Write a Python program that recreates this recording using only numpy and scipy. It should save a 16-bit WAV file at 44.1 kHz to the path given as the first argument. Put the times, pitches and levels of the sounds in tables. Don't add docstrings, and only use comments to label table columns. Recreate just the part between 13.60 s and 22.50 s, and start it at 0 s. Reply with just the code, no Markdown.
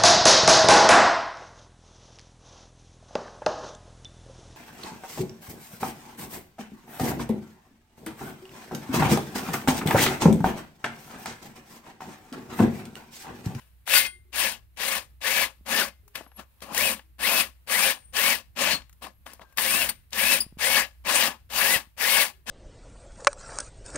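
import sys
import numpy as np
from scipy import signal
from scipy.io import wavfile
from scipy.ndimage import uniform_filter1d

SR = 44100
rng = np.random.default_rng(int(sys.argv[2]) if len(sys.argv) > 2 else 0)


def field_ratio(decibels):
    return 10 ** (np.asarray(decibels, dtype=float) / 20)


def put_to_file(sound):
    columns = np.atleast_2d(sound).T
    safe = np.clip(columns, -1, 1)
    whole_steps = np.round(safe * 32767)
    wavfile.write(sys.argv[1], SR, whole_steps.astype(np.int16))


N = 392490
MID_SIDE = np.array([[1], [-1]])


def rms_one(x):
    return x / np.sqrt(np.mean(x ** 2) + 1e-20)


def at_hz(points, hz):
    table_hz, values = np.array(points)[:, 0], np.array(points)[:, 1]
    return np.interp(np.log(hz), np.log(table_hz), values)


def drift(rate_hz):
    r = np.exp(-2 * np.pi * rate_hz * 16 / SR)
    noise = rng.standard_normal(N // 16 + 3002)
    slow = signal.lfilter([1], [1, -2 * r, r * r], noise)[3000:]
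    return np.interp(np.arange(N) / 16, np.arange(len(slow)), rms_one(slow))


def resonance(x, hz, width_hz):
    r = np.exp(-np.pi * width_hz / SR)
    poles = [1, -2 * r * np.cos(2 * np.pi * hz / SR), r * r]
    return signal.lfilter(np.array([1, 0, -1]) * (1 - r * r) / 2, poles, x)


def band(x, low_hz, high_hz):
    sos = signal.butter(2, [low_hz, min(high_hz, .45 * SR)], "band", fs=SR, output="sos")
    return signal.sosfilt(sos, x)


def placed(pair, hz):
    # pitch_hz, left_right_likeness (0 to 1)
    likeness = [(150, .94), (700, 0.73), (1500, 0.64), (4000, 0.48), (12000, 0.19)]
    # pitch_hz, left_minus_right_db
    lean_left = [(60, -0.5), (180, 1.5), (550, 6), (1650, 10), (5000, 12), (9500, 4), (13500, 14.5)]
    alike = np.clip(at_hz(likeness, hz), 0, 1)
    lean = field_ratio(at_hz(lean_left, hz))
    left, right = np.sqrt(1 + alike) * pair[0] + np.sqrt(1 - alike) * pair[1] * MID_SIDE
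    return np.array([lean * left, right]) * np.sqrt(2 / (1 + lean ** 2 + 2 * alike * lean))


def teeth(per_s, spread_db):
    sizes = field_ratio(spread_db * np.minimum(rng.exponential(1, N), 5))
    chance = per_s * field_ratio(4 * drift(60)) / SR
    torn = rms_one(sizes * (rng.random(N) < chance))
    chips = uniform_filter1d(torn, size=6) ** 2 * 6
    return rng.standard_normal((2, N)) * np.sqrt(.5 + 0.19 * chips)


def cut_levels():
    # teeth_bite_s, spin_up_s, hold_s, full_speed_rasp_db, swell_over_hold_db
    pulls = [(0.266, 0.12, 0.0023, -17, -2.5), (0.73, 0.089, 0.098, -26, -3.5),
             (1.173, 0.073, .13, -29, .5), (1.615, 0.076, 0.15, -27, 1.5), (2.062, 0.084, 0.055, -25.5, 5),
             (3.129, 0.063, .12, -28.5, 2.5), (3.593, 0.082, 0.14, -26, 3.5), (4.075, 0.07, .17, -25, 2.5),
             (4.535, 0.051, .15, -26, 3), (4.962, 0.067, 0.11, -24, -1),
             (5.422, 0.0095, 0.021, -41.5, -0.5), (5.973, .014, 0.25, -28.5, 2.5),
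             (6.526, .1, 0.14, -26, 3), (6.987, 0.06, 0.16, -25.5, 4), (7.45, 0.074, 0.15, -23.5, 0.5),
             (7.902, .12, .14, -25, 1.5), (8.376, 0.067, 0.19, -24.5, 2.5), (8.868, 0.049, 0.2, -28.5, 1)]
    # shell_db, chip_sizzle_db, base_drum_db (all re rasp), braking_db_per_s
    pressure = [(-16.5, -0.5, -31, 211), (-11.5, -4, -22.5, 448), (-9, -4, -21, 414.5),
                (-8.5, -4, -22.5, 450.5), (-7, -5, -17, 237.5), (-8.5, -0.5, -14.5, 403),
                (-9, -1.5, -17, 433.5), (-8.5, -3, -21, 549), (-9, -3, -20.5, 389), (-7, -7.5, -15.5, 450),
                (-1.5, -8, -9, 399), (-9, 0.5, -16.5, 238), (-10.5, -2, -18, 400), (-8.5, -4.5, -22.5, 457),
                (-6.5, -5, -16, 430.5), (-8, -2, -20, 424), (-8.5, -1, -22.5, 373), (-8, -6.5, -13, 400)]
    # peak_s, rasp_db, rise_s, fall_s, shell_db (re rasp)
    nudges = [
        (0.001, -62, .001, 0.19, -6.5),
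        (2.556, -38.5, 0.012, 0.096, -2),
        (2.797, -44.5, 0.031, 0.044, 2),
        (3.021, -43, 0.0059, 0.13, -0.5),
        (3.125, -44, 0.086, 0.044, 7.5),
        (5.663, -46.5, 0.007, 0.13, -0.5),
        (5.815, -53.5, 0.016, 0.046, 6.5),
        (5.9, -69, 0.12, 0.11, 1),
        (6.293, -30, .01, 0.026, -14),
    ]
    lead_s, lead_db = 0.0096, -60.5
    jump_s, bite_db = 0.0051, -44.5
    spin_bend = 2.31
    brake_knee_s = 0.016
    shell_follows, sizzle_follows, drum_follows = 0.78, 1.19, 0.63
    drum_grows_db = 3
    nudge_span_db, nudge_sizzle_db, nudge_drum_db = 24, -5.5, -6

    t = np.arange(N) / SR
    levels = np.full((4, N), -100.)
    for (s, rise, hold, full_db, swell_db), (shell_db, sizzle_db, drum_db, brake) in zip(pulls, pressure):
        end = s + rise + hold
        short_of_speed = np.clip(1 - (t - s) / rise, 0, 1) ** spin_bend
        short_db = (min(bite_db, full_db) - full_db) * short_of_speed
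        db = np.interp(t, [s - lead_s, s - jump_s, s, s + rise, end],
                       [lead_db, lead_db, full_db, full_db, full_db + swell_db], left=-200)
        db = db + short_db * np.clip(1 + (t - s) / jump_s, 0, 1)
        late = np.clip(t - end + brake_knee_s, 0, None)
        db = db - brake * late ** 2 / (late + 1.36 * brake_knee_s)
        db = db - 500 * np.clip(t - end - .08, 0, None)
        below = np.minimum(db - full_db, 0)
        grown = drum_grows_db * np.clip((t - end) / (rise + hold), -1, 0)
        parts = [drum_db + grown + (drum_follows - 1) * below,
                 shell_db + (shell_follows - 1) * below,
                 0 * t,
                 sizzle_db + (sizzle_follows - 1) * np.maximum(below, -15)]
        levels = np.maximum(levels, np.where(db < -80, -200, db + parts))
    for s, peak_db, rise, fall, shell_db in nudges:
        db = peak_db - nudge_span_db * np.maximum((s - t) / rise, (t - s) / fall)
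        parts = np.array([[shell_db + nudge_drum_db], [shell_db], [0], [nudge_sizzle_db - .5 * shell_db]])
        levels = np.maximum(levels, db + parts)
    return levels


def rasp():
    # pitch_hz, level_db
    cut_colour = [(76, -52), (130, -26.5), (202, -12.5), (376, -21), (539, -5), (699, -6.5), (1130, 1.5),
                  (1350, -23), (1720, -5), (2570, -3), (3470, -6), (7000, -12.5), (13600, 0.5),
                  (15600, -11.5)]
    # pitch_hz, width_hz, lift_db
    shell_modes = [(225, 85, 3.5), (534.6, 50, 10), (660, 48, 2), (1112, 150, 6), (1490, 39, 4.5),
                   (1700, 78, 10.5), (2590, 210, 3.5), (2885, 20, 3), (4680, 110, 4), (8830, 780, 9)]
    fades = [228, 173, 191, 241]
    linger_db = -20.5
    t = np.arange(N) / SR
    levels = []
    for cut_db, fade in zip(cut_levels(), fades):
        ring_db = np.maximum.accumulate(cut_db + fade * t) - fade * t + linger_db
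        levels.append(10 * np.log10(field_ratio(2 * cut_db) + field_ratio(2 * ring_db)))

    feeds = [teeth(2500, spread_db=2.0), teeth(2500, spread_db=3.0)]
    for hz, width_hz, lift_db in shell_modes:
        lift = (field_ratio(lift_db) - 1) * field_ratio(3 * drift(7))
        feeds = [f + lift * resonance(f, hz, width_hz) for f in feeds]

    out, wobble = np.zeros((2, N)), drift(25)
    limits_hz = [140, 400, 1400, 7500, 16400]
    for low, high, level_db in zip(limits_hz, limits_hz[1:], levels):
        edges = np.geomspace(low, high, round(2.4 * np.log2(high / low)) + 1)
        part = 0
        for k, (a, b) in enumerate(zip(edges, edges[1:])):
            hz = np.sqrt(a * b)
            gain = field_ratio(at_hz(cut_colour, hz) + 1.53 * drift(20))
            part = part + gain * placed(band(feeds[k % 2], a, b), hz)
        out += part / np.std(part.mean(axis=0)) * field_ratio(level_db + .8 * wobble - 1.5)
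    return out


def gears():
    # emerges_s, held_s, top_hz, spin_up_time_constant_s, level_db
    whines = [(1.195, .13, 2320, .065, -43), (1.64, .17, 2330, .042, -34), (2.112, .075, 1780, .013, -31),
              (3.165, .088, 2850, .052, -31), (3.623, .155, 2660, .044, -31), (4.12, .15, 2500, .055, -32),
              (4.571, .135, 2310, .042, -31), (6.035, .165, 2870, .065, -32), (6.565, .16, 2730, .055, -32),
              (7.02, .165, 2230, .03, -31), (8.03, .1, 2230, .08, -32), (8.415, .185, 2230, .042, -31)]
    # multiple_of_mesh_rate, level_db
    mesh_partials = [(.25, -14), (1, 2), (2, -11)]
    emerge_hz = 1500
    sag_hz_per_s2, sag_s = 260000, .048
    load_db_per_s = 22
    out = np.zeros(N)
    speed_jitter = 1 + .006 * drift(70)
    load = field_ratio(1 + 2.4 * drift(45))
    for s, held, top_hz, spin_up, level_db in whines:
        t = np.arange(round((held + sag_s) * SR)) / SR
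        at = slice(round(s * SR), round(s * SR) + len(t))
        hz = top_hz - (top_hz - emerge_hz) * np.exp(-t / spin_up)
        hz = hz - sag_hz_per_s2 * np.maximum(t - held, 0) ** 2
        turn = 2 * np.pi * np.cumsum(hz * speed_jitter[at]) / SR
        tone = sum(field_ratio(db) * np.sin(k * turn) for k, db in mesh_partials)
        swell = field_ratio(level_db + load_db_per_s * (t - held / 2))
        out[at] += tone * swell * load[at] * signal.windows.tukey(len(t), .2)
    return out


def ticks():
    # start_s, peak_db, centre_hz, bright_share_db
    cracks = [(0.276, -15, 1620, 1), (0.338, -1, 2590, -8), (2.479, -40.5, 1710, 5.5),
              (2.555, -13, 2700, -4), (2.607, -23.5, 534, -19), (2.664, -35.5, 641, -20),
              (2.717, -40, 1170, -26), (3.005, -37, 11400, -5), (3.022, -25, 1700, -11),
              (3.147, -20, 660, 10), (3.393, -27.5, 1730, -14), (3.592, -30.5, 1730, -10),
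              (4.073, -31, 2720, -11), (4.097, -15, 2750, -9), (5.219, -33, 2790, -20),
              (5.295, -39, 2640, 2.5), (5.328, -45, 2620, 9.5), (5.42, -34, 996, -19),
              (5.665, -25.5, 1700, -20), (5.734, -37, 560, 11), (5.795, -30.5, 840, -12),
              (5.817, -32, 1140, -30), (5.925, -44, 1490, 5), (3.178, -6, 2600, 4.5),
              (5.973, -17, 11100, 5), (5.983, -3, 2620, -27), (6.29, -11, 8940, -15),
              (6.506, -50, 10900, 11), (6.531, -11.5, 9100, -15), (7.902, -28, 2850, -5.5)]
    out, t = np.zeros(N), np.arange(3000) / SR
    draws = rng.standard_normal((len(cracks), 3000))
    for (s, peak_db, hz, bright_db), draw in zip(cracks, draws):
        crack = draw * (np.exp(-t / 0.0033) + 0.092 * np.exp(-t / 0.029))
        centre_hz = min(hz, 4000)
        body = band(crack, centre_hz * 0.4, centre_hz * 1.7)
        bright = band(crack, 3500, 16000)
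        crack = body / np.abs(body).max() + field_ratio(bright_db) * bright / np.abs(bright).max()
        out[round(s * SR):][:3000] += field_ratio(peak_db - 7.5) * crack
    return out


def tank():
    # start_s, level_db
    jolts = [
        (.352, -14),
        (0.45, -26),
        (6.288, -43.5),
        (2.24, -35.5),
    ]
    # pitch_hz, level_db, t60_s
    ring_modes = [(1120, -21, .2), (1480, -18, .2), (2099, -12, .33), (2514, -7, .17), (3246, -17, .22),
                  (3709, -24, .25), (4323, -12, .14), (4608, -8, .16)]
    out = np.zeros(N)
    at = [round(s * SR) for s, db in jolts]
    spread_db = 1.5 * rng.standard_normal((len(jolts), len(ring_modes)))
    for (hz, level_db, t60), chance_db in zip(ring_modes, spread_db.T):
        r, w = field_ratio(-64 / (t60 * SR)), 2 * np.pi * hz / SR
        strike = np.full(N, 1e-18)
        strike[at] = field_ratio(np.array(jolts)[:, 1] + level_db + chance_db)
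        ring = signal.lfilter([0, np.sin(w)], [1, -2 * r * np.cos(w), r * r], strike)
        out += ring * field_ratio(3 * drift(30))
    return out


def squeals():
    # start_s, length_s, pitch_hz, level_db, t60_s, overtones_db
    binds = [
        (5.105, 0.049, 4300, -27.5, 0.11, -15),
        (6.803, 0.0055, 4860, -23, 0.078, 3.5),
        (6.29, 0.0057, 4450, -30.5, 0.054, 8.5),
        (0.46, 0.022, 8812, -38, 0.23, -61),
    ]
    out, t = np.zeros(N), np.arange(SR // 4) / SR
    for s, length, hz, level_db, t60, overtone_db in binds:
        freed = np.maximum(t - length, 0)
        wander = .035 * drift(300)[:len(t)] * np.exp(-freed / .02)
        turn = 2 * np.pi * np.cumsum(hz * (1 + wander)) / SR
        tone = np.sin(turn) + field_ratio(overtone_db) * (np.sin(2 * turn) + 0.22 * np.sin(3 * turn))
        out[round(s * SR):][:len(t)] += tone * field_ratio(level_db - 60 * freed / t60) * np.minimum(t / 0.0026, 1)
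    return out


def drive():
    # start_s, end_s, pitch_hz, level_db
    lines = [(2.63, 2.799, 11300, -69), (2.76, 2.782, 11300, -55), (2.64, 2.8, 5776, -89),
             (4.33, 4.53, 8791, -61), (5.5, 5.66, 11500, -77.5), (5.83, 5.95, 1590, -72),
             (.52, .59, 361.7, -68), (.65, .71, 365.5, -72), (2.43, 2.54, 410, -72.5),
             (3.43, 3.52, 318, -77.5), (8.72, 8.822, 380, -75)]
    out = np.zeros(N)
    for start, end, hz, level_db in lines:
        t = np.arange(round((end - start) * SR)) / SR
        tone = field_ratio(level_db + 3) * np.sin(2 * np.pi * hz * t)
        out[round(start * SR):][:len(t)] += tone * signal.windows.tukey(len(t), .1)
    return out * field_ratio(4.2 * drift(40))


def thumps():
    # start_s, peak_db
    pushes = [
        (1.54, -62),
        (2.01, -48.5),
        (6.865, -38),
        (6.925, -40.5),
        (6.971, -37),
        (8.161, -30.5),
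        (8.272, -51.5),
    ]
    out, t = np.zeros(N), np.arange(1500) / SR
    push = np.sin(2 * np.pi * 170 * t) * np.exp(-t / 0.0023)
    for s, peak_db in pushes:
        out[round(s * SR):][:1500] += field_ratio(peak_db + 6) * push
    return out


def room(x):
    t60_s, level_db = 0.25, -22.5
    t = np.arange(SR // 2) / SR
    tail = rng.standard_normal((2, len(t))) * np.minimum(t / .012, 1)
    early = tail * field_ratio(-60 * t / t60_s) * .5
    tail = early + band(tail, 150, 4600) * field_ratio(-60 * t / (0.51 * t60_s))
    tail = tail / np.sqrt(np.sum(tail ** 2) / 2)
    return field_ratio(level_db) * signal.fftconvolve(x, tail, axes=1)[:, :N]


def background():
    # pitch_hz, level_db
    air_colour = [(59, -33), (100, -27), (163, -9.5), (415, -15), (1310, -15.5), (2580, -16.5),
                  (7140, -27.5), (14100, -15), (16000, -32)]
    # time_s, level_db
    hum_line = [(0.0, -61), (2.82, -59.5), (2.97, -73), (3.05, -56.5), (4.91, -61.5), (5.15, -50.5),
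                (5.38, -63.5), (6.29, -55.5), (6.42, -73.5), (6.62, -56), (8.78, -60), (8.9, -56.5)]
    air_db, rumble_db = -70, -62.5
    hum_hz, hum_width_hz = 63, 6
    white = rng.standard_normal((2, 2, N))
    edges = np.geomspace(130, 16400, 12)
    air = sum(field_ratio(at_hz(air_colour, np.sqrt(a * b))) * band(white[k % 2], a, b)
              for k, (a, b) in enumerate(zip(edges, edges[1:])))

    hum_db = np.interp(np.arange(N) / SR, *np.transpose(hum_line)) + 4 + 3.2 * drift(7)
    turn = 2 * np.pi * np.cumsum(hum_hz + hum_width_hz * .3 * drift(4)) / SR
    hum = field_ratio(hum_db) * np.sin(turn + .38 * MID_SIDE)

    low = rng.standard_normal((2, N))
    rumble = rms_one(band(low[0] + .45 * low[1] * MID_SIDE, 36, 105)) * field_ratio(rumble_db + 3 * drift(4))
    return field_ratio(air_db - 0.5 + 1.5 * drift(3)) * rms_one(air) + hum + rumble


def scene():
    point = gears() + ticks() + tank() + squeals() + drive()
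    near = rasp() + point * field_ratio(np.array([[3.2], [-5.5]]))
    near[1] = np.roll(near[1], 3)
    return near + room(near) + thumps() + background()


def band_limit(x):
    return signal.sosfilt(signal.butter(12, 17000, fs=SR, output="sos"), x)


def record(dry):
    rounded = 1.265 * np.tanh(dry / 1.108)
    top_cut = signal.ellip(8, .5, 42, 15700, fs=SR, output="sos")
    return band_limit(signal.sosfilt(top_cut, rounded))


dry = scene()
out = record(dry)
put_to_file(out)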